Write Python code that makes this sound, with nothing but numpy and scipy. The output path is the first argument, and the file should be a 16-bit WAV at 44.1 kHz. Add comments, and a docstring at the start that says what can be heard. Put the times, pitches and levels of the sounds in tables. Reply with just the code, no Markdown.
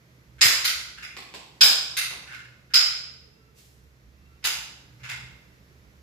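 """A wooden toy rifle fires rubber bands and is re-cocked in a bare room with hard walls.
Each shot, lever clack and tick is a short crack that makes the rifle's parts ring for a moment.
The bands slap two card targets off a table, and the cards tumble to the floor.
The room gives every knock a long, bright echo. Behind it all are a low hum, faint far tones,
distant street noise and one scuff of feet, heard through a stereo microphone a few steps away."""
import sys
import numpy as np
from scipy import signal
from scipy.io import wavfile
from scipy.ndimage import uniform_filter1d

SR = 44100
rng = np.random.default_rng(int(sys.argv[2]) if len(sys.argv) > 2 else 0)


def transcribe(signal):
    """Save signal, clipped to [-1, 1], as a 16-bit WAV file at the path in sys.argv[1]."""
    frames = np.atleast_2d(signal).T
    limited = np.clip(frames, -1, 1)
    pcm = np.round(limited * 32767).astype(np.int16)
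    wavfile.write(sys.argv[1], SR, pcm)


N = 265482

# How alike the background noise is left and right. Each row: frequency in Hz, likeness (1 is the same).
BACKGROUND_LIKENESS = [(60, 0.82), (180, 1), (550, 0.51), (1650, -0.47), (4970, 0.3), (15000, -0.17)]


def amp(db):
    """Turns decibels into a number to multiply by."""
    return 10 ** (np.asarray(db) / 20)


def value_at(table, hz):
    """Looks up a frequency in a table, blending between rows on a log-frequency scale."""
    row_hz, value = np.transpose(table)
    return np.interp(np.log(hz + 1), np.log(row_hz + 1), value)


def unit(x):
    """Scales a sound to an energy of 1."""
    return x / np.linalg.norm(x)


def add(mix, start_s, sound):
    """Mixes a stereo sound in at its start time."""
    part = mix[:, round(start_s * SR):][:, :sound.shape[1]]
    part += sound[:, :part.shape[1]]


def noise(shape, likeness, length, size):
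    """Stereo noise built in short overlapping frames; shape(hz, s) is its gain by frequency and time."""
    hz = np.fft.rfftfreq(size, 1 / SR)[:, None]
    s = np.arange(4 * length // size + 5) * size / 4 / SR
    a, b, c, d = rng.standard_normal((len(s), len(hz), 4)).T
    alike = np.clip(value_at(likeness, hz), -1, 1)
    left = a + 1j * b
    right = alike * left + np.sqrt(1 - alike ** 2) * (c + 1j * d)
    spectra = np.array([left, right]) * shape(hz, s)
    return signal.istft(spectra, nperseg=size, noverlap=3 * size // 4)[1][:, :length]


def street():
    """Distant street noise: a soft wash that flutters and slowly comes and goes."""
    # The street's tone colour. Each row: frequency in Hz, relative level in dB.
    spectrum = [(82, -27.5), (140, -2.5), (221, -10.5), (460, -16), (644, -20), (712, -24.5), (1240, -23.5),
                (2040, -22), (2850, -29.5), (5820, -32.5), (8650, -41.5), (11900, -37), (16000, -39.5)]
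    # Its slow rise and fall. Each row: time in seconds, boost in dB.
    swell = [(0, 2), (1.5, 4), (3.3, 0), (4.2, 0.5), (5.3, 5.5), (6.02, 2.5)]

    def shape(hz, s):
        rates_hz = np.geomspace(.3, 5, 16)
        flutter = sum(np.sin(2 * np.pi * (f * s + rng.random())) / np.sqrt(f) for f in rates_hz)
        return amp(value_at(spectrum, hz) + 0.16 * flutter + np.interp(s, *np.transpose(swell)))
    wash = noise(shape, BACKGROUND_LIKENESS, N, size=2048)
    return amp(-61) * wash / wash.std()


def feet(peak_s=3.59, peak_db=-59, rise_s=0.063, fade_db_per_s=69):
    """Feet turn on the floor: one brief, hissy scuff."""
    hiss = noise(lambda hz, s: 1 / (1 + (2200 / (hz + 1)) ** 2) / (1 + hz / 5000),
                 BACKGROUND_LIKENESS, N, size=256)
    since_peak = np.arange(N) / SR - peak_s
    rise = np.clip(1 + since_peak / rise_s, 0, 1) ** 2
    fade = amp(peak_db - fade_db_per_s * np.maximum(since_peak, 0))
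    return rise * fade * hiss / hiss.std()


def hum():
    """Two low drones, each a tone that wavers in pitch with a fuzzy rumble around it."""
    # How loud the drones are. Each row: time in seconds, lower drone in dB, upper drone in dB.
    levels = [(0, -69, -63), (0.4, -55.5, -59), (1.4, -65, -67), (2.0, -62, -61.5), (2.801, -64.5, -58.5),
              (3.1, -62, -61), (3.5, -63, -68.5), (3.66, -62, -62), (4.1, -59, -65.5), (4.85, -60.5, -60.5),
              (5.1, -61, -48.5), (5.25, -56, -50.5), (5.43, -61.5, -68), (6.02, -57.5, -65.5)]
    times, lower_db, upper_db = np.transpose(levels)
    t, out = np.arange(N) / SR, 0
    for hz, waver_hz, width_hz, fuzz_db, db in (66, 4, 14, -2, lower_db), (124, 2.5, 18, -5, upper_db):
        drift = uniform_filter1d(uniform_filter1d(rng.standard_normal(N), 3000), 3000)
        cycles = np.cumsum(hz + waver_hz * drift / drift.std()) / SR
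        fuzz = noise(lambda f, _: 1 / (1 + ((f - hz) / width_hz) ** 2), BACKGROUND_LIKENESS, N, size=4096)
        drone = np.sqrt(2) * np.sin(2 * np.pi * cycles) + amp(fuzz_db) * fuzz / fuzz.std()
        out = out + amp(np.interp(t, times, db)) * drone
    return out * amp([[1.1], [-1.1]])  # a little louder on the left


def whistles():
    """Thin, slightly fuzzy tones that fade in and out far away."""
    # Each row: start in seconds, end in seconds, pitch in Hz, level in dB.
    far_tones = [(3.1, 3.75, 2700, -80), (4.1, 4.45, 2700, -77), (5.3, 5.65, 2700, -78),
                 (3.36, 3.55, 1340, -75), (4.25, 4.42, 1350, -76), (2.6, 4.1, 440, -71)]
    out = np.zeros((2, N))
    for start, end, hz, db in far_tones:
        t = np.arange(round((end - start) * SR)) / SR
        sway = uniform_filter1d(rng.standard_normal((2, 2, len(t))), 1500)
        tone = sway[0] * np.sin(2 * np.pi * hz * t) + sway[1] * np.cos(2 * np.pi * hz * t)
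        add(out, start, amp(db) * tone / tone.std() * signal.windows.tukey(len(t), .6))
    return out


def room(sound, direct_boost_db, pan_db=0):
    """Sound arrives directly, then off a few hard walls, then as a tail of blended echoes."""
    # How long the tail lasts. Each row: frequency in Hz, seconds to fade by 60 dB.
    fade_times = [(250, 0.65), (660, 0.87), (1740, 0.67), (3000, 0.7), (5000, 0.67), (7500, 0.6),
                  (10000, 0.52), (14000, 0.39)]
    # How alike the tail is left and right. Each row: frequency in Hz, likeness (1 is the same).
    likeness = [(60, .84), (240, .72), (950, .2), (3770, -.1), (15000, .0)]
    # The first wall echoes. Each row: delay in seconds, left and right level in dB above the tail.
    wall_echoes = [(.0055, 15, 13.5), (.0075, 13, 13.5), (.0095, 12, 10.5), (0.0221, 12, 14.5),
                   (0.025, 10, 11.5), (.041, 10, 8.5)]
    t = np.arange(36000) / SR
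    tail = noise(lambda hz, s: amp(-60 * s / value_at(fade_times, hz)), likeness, len(t), size=256)
    tail = tail / np.sqrt(256 / 3)
    build_up = 1 - np.exp(-t / 0.0033)
    # echoes between bare walls arrive in clumps before they blend
    clumps = uniform_filter1d(uniform_filter1d(rng.standard_normal(len(t)), 130), 130)
    response = tail * build_up * amp(2.1 * np.exp(-t / 0.12) * clumps / clumps.std())
    response[[0, 1], [0, 2]] += amp(14 + direct_boost_db)  # the direct sound reaches the left first
    for delay_s, *db in wall_echoes:
        # the two sides hear each wall a few samples apart
        response[[0, 1], round(delay_s * SR) + rng.integers(0, 12, 2)] += amp(db)
    return signal.fftconvolve(sound[None], response, axes=1) * amp([[pan_db / 2], [-pan_db / 2]])


def crack(tilt_db_per_octave, grit_db=-15, contact_s=.0015):
    """Two surfaces meet: a click, brighter for harder contact, then a moment of grit as they settle."""
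    hz = abs(np.fft.fftfreq(2048, 1 / SR)) + 1
    log_gain = np.log(amp(tilt_db_per_octave * np.log2(np.maximum(hz, 1000) / 3000)))
    click = np.fft.ifft(np.exp(np.conj(signal.hilbert(log_gain)))).real  # puts the energy at the start
    grit = amp(grit_db) * rng.standard_normal(400) * np.exp(-np.arange(400) / SR / contact_s)
    return unit(click + np.convolve(click, grit)[:2048])


def ring(hz, db, fade_s):
    """One tone of a struck part: db sets its energy, and it drops 60 dB in fade_s."""
    t = np.arange(2048) / SR
    return amp(db) * unit(amp(-60 * t / fade_s) * np.sin(2 * np.pi * hz * t))


def radiate(x, low_hz):
    """Small things send out little bass: cuts the lows, then scales to an energy of 1."""
    return unit(signal.sosfilt(signal.butter(4, low_hz, "high", fs=SR, output="sos"), x))


def slap(tilt_db_per_octave, edge_db, fold_db):
    """One papery slap: a crack, the card's bright edge and its hollow fold."""
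    # The tones of the fold, then of the edge. Each: pitch in Hz, level in dB, seconds to fade by 60 dB.
    card_tones = [
        [(410.3, 8.5, 0.0081), (920, -2.5, 0.0092)],
        [(2420, -10, .002), (3750, -4, 0.00078), (7650, -13.5, .004)],
    ]
    fold, edge = (sum(ring(*tone) for tone in part) for part in card_tones)
    snap = radiate(crack(tilt_db_per_octave) + amp(edge_db) * edge, 800)
    return snap + amp(fold_db) * radiate(fold, 170)


def cards():
    """Bands strike the cards, which push a low puff of air as they fly, then bounce on the floor."""
    # A band hits a card. Each row: start in seconds, slap level in dB, puff level in dB.
    hits = [(.435, -23, -53), (.450, -25, -20.5), (1.636, -21.5, -29.5)]
    # A card lands or bounces. Each row: start in seconds, slap level in dB, edge ring in dB.
    landings = [(1.1675, -42.5, -3.5), (1.3399, -43.5, 2.5), (1.935, -53.5, -7), (2.112, -46.5, -30.5)]
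    out, t = np.zeros((2, N)), np.arange(3000) / SR
    puff = np.sin(2 * np.pi * (150 * t - 1500 * t ** 2)) * (t / 0.011) * np.exp(1 - t / .008)
    for s, db, puff_db in hits:
        hit = slap(tilt_db_per_octave=-0.5, edge_db=-10, fold_db=-22.5)
        add(out, s, amp(db) * room(hit, direct_boost_db=7, pan_db=-0.1))
        add(out, s, amp(puff_db) * np.array([puff, -.1 * puff]))
    for s, db, edge_db in landings:
        landing = slap(tilt_db_per_octave=-6, edge_db=edge_db, fold_db=-9)
        add(out, s, amp(db) * room(landing, direct_boost_db=8.5))
    return out


def knock(start_s, tilt_db_per_octave, **part_db):
    """One knock inside the rifle: a crack, the ring of its parts and a faint thud of the whole body."""
    # The tones of the stock, lever, latch, barrel slats and lever pin, one group for each.
    # Each tone: pitch in Hz, level in dB, seconds to fade by 60 dB.
    part_tones = [
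        [(1495, -1.5, 0.015), (1690, -9.5, 0.015)],
        [(2120, -4, 0.025), (2440, -9, 0.0071), (2700, -13, 0.022)],
        [(5050, -5, 0.035), (4894, -13, .06), (5250, -12, 0.029), (5120, -13.5, .012)],
        [(4100, -2.5, 0.0013), (6810, -7, 0.0016)],
        [(9410, -6.5, .006)],
    ]
    parts = zip(("stock", "lever", "latch", "slats", "pin"), part_tones)
    ringing = sum(amp(part_db[name]) * ring(*tone) for name, tones in parts for tone in tones)
    facing = start_s > 3.5  # once the rifle points at the listener, its thud is higher and louder
    body_hz, body_db, fade_s = (870, -20.5, 0.0099) if facing else (644, -32, 0.0075)
    thud = amp(body_db) * radiate(ring(body_hz, 0, fade_s), 300)
    return radiate(crack(tilt_db_per_octave) + ringing, 1700) + thud


def rifle():
    """The toy rifle's sharp shots, hard lever clacks and soft ticks, each echoing in the room."""
    # The latch lets a band go. 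Each row: start in seconds, level in dB,
    # then the ring of stock, latch and slats in dB.
    shots = [(0.4102, -15, -33, 1, 0), (1.6084, -14.5, -5, 3.5, -5), (2.7369, -16, -10, 5.5, -11.5)]
    # The lever is thrown open against its stop. Each row: start in seconds, level in dB,
    # then the ring of stock, lever, latch and pin in dB.
    clacks = [(0.6453, -23.5, -11, -15, -20, -8.5), (1.9688, -25, -11, -8, -15, -2.5),
              (4.4415, -28.5, -21, -16, -5, -2.5), (4.454, -28, -28, -15, -11.5, -24)]
    # The trigger and the closing lever tick. Each row: start in seconds, level in dB,
    # then the ring of stock and latch in dB.
    ticks = [(0.384, -52.5, 7.5, -21), (.977, -46.5, 6.5, -27.5), (1.026, -41, -11.5, -8.5),
             (2.271, -48.5, 1.5, -22.5), (2.295, -49.5, 16, -23), (2.317, -45, 12.5, -11.5),
             (2.340, -46, -3.5, -22), (2.704, -55.5, 10, -21), (4.428, -55, -3, -7), (4.998, -59.5, 1, -22),
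             (5.034, -46.5, -3, -19.5), (5.04, -44, 4, -19), (5.092, -36.5, -11.5, -17.5)]
    out = np.zeros((2, N))
    for s, db, stock, latch, slats in shots:
        shot = knock(s, tilt_db_per_octave=-3, stock=stock, lever=-12.5, latch=latch, slats=slats,
                     pin=-13.5)
        add(out, s, amp(db) * room(shot, direct_boost_db=-8))
    for s, db, stock, lever, latch, pin in clacks:
        clack = knock(s, tilt_db_per_octave=-2.5, stock=stock, lever=lever, latch=latch, slats=-7.5,
                      pin=pin)
        add(out, s, amp(db) * room(clack, direct_boost_db=1))
    for s, db, stock, latch in ticks:
        tick = knock(s, tilt_db_per_octave=-7, stock=stock, lever=-2, latch=latch, slats=-18, pin=-28)
        add(out, s, amp(db) * room(tick, direct_boost_db=2.3))
    return out


def scene():
    """The rifle and the cards over the quiet background."""
    return rifle() + cards() + street() + feet() + hum() + whistles()


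def record(dry, bottom_hz=40, top_hz=16650):
    """The microphone colours the sound, softly squashes loud peaks and cuts the extreme lows and highs."""
    # Its tone colour, with a dip in the treble. Each row: frequency in Hz, gain in dB.
    colour = [(20, -3.5), (8000, 4.5), (8400, -1.5), (9000, -4.5), (9500, 3.5), (15100, 3), (15500, -21.5),
              (16500, -32)]
    # How its two sides differ. Each row: frequency in Hz, left minus right in dB.
    balance = [(60, -8.5), (180, -3), (550, -3), (1650, -2), (4970, -2.5), (15000, 1.5)]
    hz = np.linspace(0, SR / 2, 513)
    gains = [amp(value_at(colour, hz) + side * value_at(balance, hz)) for side in (.5, -.5)]
    filters = np.array([signal.firwin2(511, hz, gain, fs=SR) for gain in gains])
    coloured = signal.oaconvolve(dry, filters, "same", axes=1)
    squashed = np.tanh(coloured / 0.96) * 1.114
    trimmed = signal.lfilter(*signal.butter(2, bottom_hz, "high", fs=SR), squashed)
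    treble_cut = signal.firwin(1023, top_hz, window=("kaiser", 10), fs=SR)
    return signal.oaconvolve(trimmed, treble_cut[None], "same")


dry = scene()
out = record(dry)
transcribe(out)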